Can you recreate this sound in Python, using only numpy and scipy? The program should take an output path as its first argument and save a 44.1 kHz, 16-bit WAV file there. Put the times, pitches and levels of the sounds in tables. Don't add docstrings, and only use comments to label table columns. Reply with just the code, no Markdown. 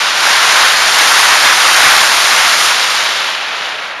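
import sys
import numpy as np
from scipy import signal
from scipy.io import wavfile

SR = 44100
rng = np.random.default_rng(int(sys.argv[2]) if len(sys.argv) > 2 else 0)


def bounce(signal):
    frames = np.transpose(np.atleast_2d(signal))
    limited = np.clip(frames, -1, 1)
    pcm = np.round(limited * 32767).astype(np.int16)
    wavfile.write(sys.argv[1], SR, pcm)


N = 176400

# time_s, share_of_top_speed
AIR_SPEED = [(0, 0.68), (.09, 0.72), (.13, 0.66), (.19, 0.75), (.26, .85), (.45, 0.85), (.66, 0.9),
             (.76, 0.83), (.91, 0.86), (1.0, 0.94), (1.13, 0.95), (1.2, 0.98), (1.4, 0.9), (1.6, 0.92),
             (1.7, 0.95), (1.93, 1.0), (2.1, 0.9), (2.34, 0.92), (2.56, .86), (2.65, .97), (2.71, 0.86),
             (2.75, .77), (2.89, 0.75), (2.96, .75), (3.12, 0.64), (3.28, .59), (3.4, 0.49), (3.52, 0.46),
             (3.66, 0.48), (3.76, 0.41), (3.87, 0.41), (3.95, 0.34), (4.0, 0.33)]
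# time_s, strength_db
GUSTS = [(0, -14.5), (.19, -16), (.23, -12), (.32, -11), (.4, -12), (.52, -10.5), (.68, -10.5), (.77, -15),
         (.86, -12.5), (.93, -14), (.99, -11), (1.06, -11), (1.33, -10), (1.39, -12), (1.46, -9.5),
         (1.6, -12.5), (1.66, -10.6), (1.72, -11), (1.81, -9.5), (2.04, -10.5), (2.1, -13), (2.45, -12),
         (2.56, -13.5), (2.71, -13), (2.75, -16.6), (2.95, -15.5), (3.26, -20), (3.41, -23), (3.62, -21),
         (3.8, -26), (3.87, -25), (4.0, -32)]
# pitch_hz, relative_level_db (per hertz)
ROAR_TONE = [(30, -27), (120, -26.5), (250, -22), (450, -16), (700, -6), (1000, 0), (1400, 2), (2000, -0.5),
             (3000, -8), (6000, -11.5), (12000, -43)]
# pitch_hz, relative_level_db (per hertz)
HISS_TONE = [(30, -43), (80, -26.5), (150, -21), (350, -13), (650, -3), (1400, 0.5), (2400, 0.4),
             (3400, 2.5), (5000, -0.3), (6100, -1.5), (7200, -0.5), (8700, -1), (10000, -1), (11200, 0),
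             (12700, -5), (14300, -10.5), (15300, -17)]
# pitch_hz, width_hz (for one filter pass)
TREBLE_GAPS = [(7960, 810), (13380, 510)]


def from_db(db):
    return 10 ** (np.asarray(db) / 20)


def unit_power(sound):
    return sound / np.sqrt(np.mean(sound ** 2) + 1e-20)


def over_time(rows):
    return np.interp(np.arange(N) / SR, *np.transpose(rows))


def level_at(tone, hz):
    pitch_hz, level_db = np.transpose(tone)
    return np.interp(np.log(hz), np.log(pitch_hz), level_db)


def wander(rate_hz):
    step, warm_up = 40, 2000
    memory = np.exp(-2 * np.pi * step * rate_hz / SR)
    noise = rng.standard_normal(N // step + warm_up + 2)
    smooth = signal.lfilter([1], [1, -2 * memory, memory * memory], noise)[warm_up:]
    return np.interp(np.arange(N) / step, np.arange(len(smooth)), unit_power(smooth))


def swirling_air(tone, shared_db, shared_hz, own_db, own_hz):
    edges = np.r_[20, 50, 100, 180, np.geomspace(280, 4000, 15), np.arange(4600, 16100, 600)]
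    centres = np.sqrt(edges[1:] * edges[:-1])
    gains = from_db(level_at(tone, centres)) * np.sqrt(np.diff(edges))
    gains = gains / np.linalg.norm(gains)
    noise = rng.standard_normal((3, N))
    shared_flutter = shared_db * wander(shared_hz)
    for k, hz in enumerate(centres):
        band_filter = signal.butter(3, edges[k:k + 2], "band", fs=SR, output="sos")
        band = unit_power(signal.sosfilt(band_filter, noise[k % 3]))
        flutter = from_db(shared_flutter + own_db * wander(own_hz))
        yield hz, gains[k] * flutter * band


def wind_roar():
    usual_level_db, usual_gust_db, swing = -12.5, -12.5, 1.39
    level_db = usual_level_db + swing * (over_time(GUSTS) - usual_gust_db)
    bands = swirling_air(ROAR_TONE, shared_db=.5, shared_hz=18, own_db=.7, own_hz=11)
    return from_db(level_db) * sum(band for hz, band in bands)


def wind_hiss():
    speed = over_time(AIR_SPEED)
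    fade_above_hz = 8250 * speed ** 1.225
    steepness = 2.52
    bands = swirling_air(HISS_TONE, shared_db=1.0, shared_hz=220, own_db=.5, own_hz=28)
    hiss = sum(band / np.sqrt(1 + (hz / fade_above_hz) ** (2 * steepness)) for hz, band in bands)
    return from_db(-8.5) * speed ** .78 * hiss


def microphone_opening(sound):
    for hz, width_hz in TREBLE_GAPS:
        notch = signal.iirnotch(hz, hz / width_hz, fs=SR)
        for _ in range(2):
            sound = signal.lfilter(*notch, sound)
    return sound


def scene():
    heard = microphone_opening(wind_roar() + wind_hiss())
    return np.stack([heard, heard])


def record(dry):
    clipped = np.clip(dry, -1.0, 1.0)
    treble_cut = signal.firwin(401, cutoff=15300, fs=SR)
    return signal.fftconvolve(clipped, treble_cut[None], "same", axes=1)


dry = scene()
out = record(dry)
bounce(out)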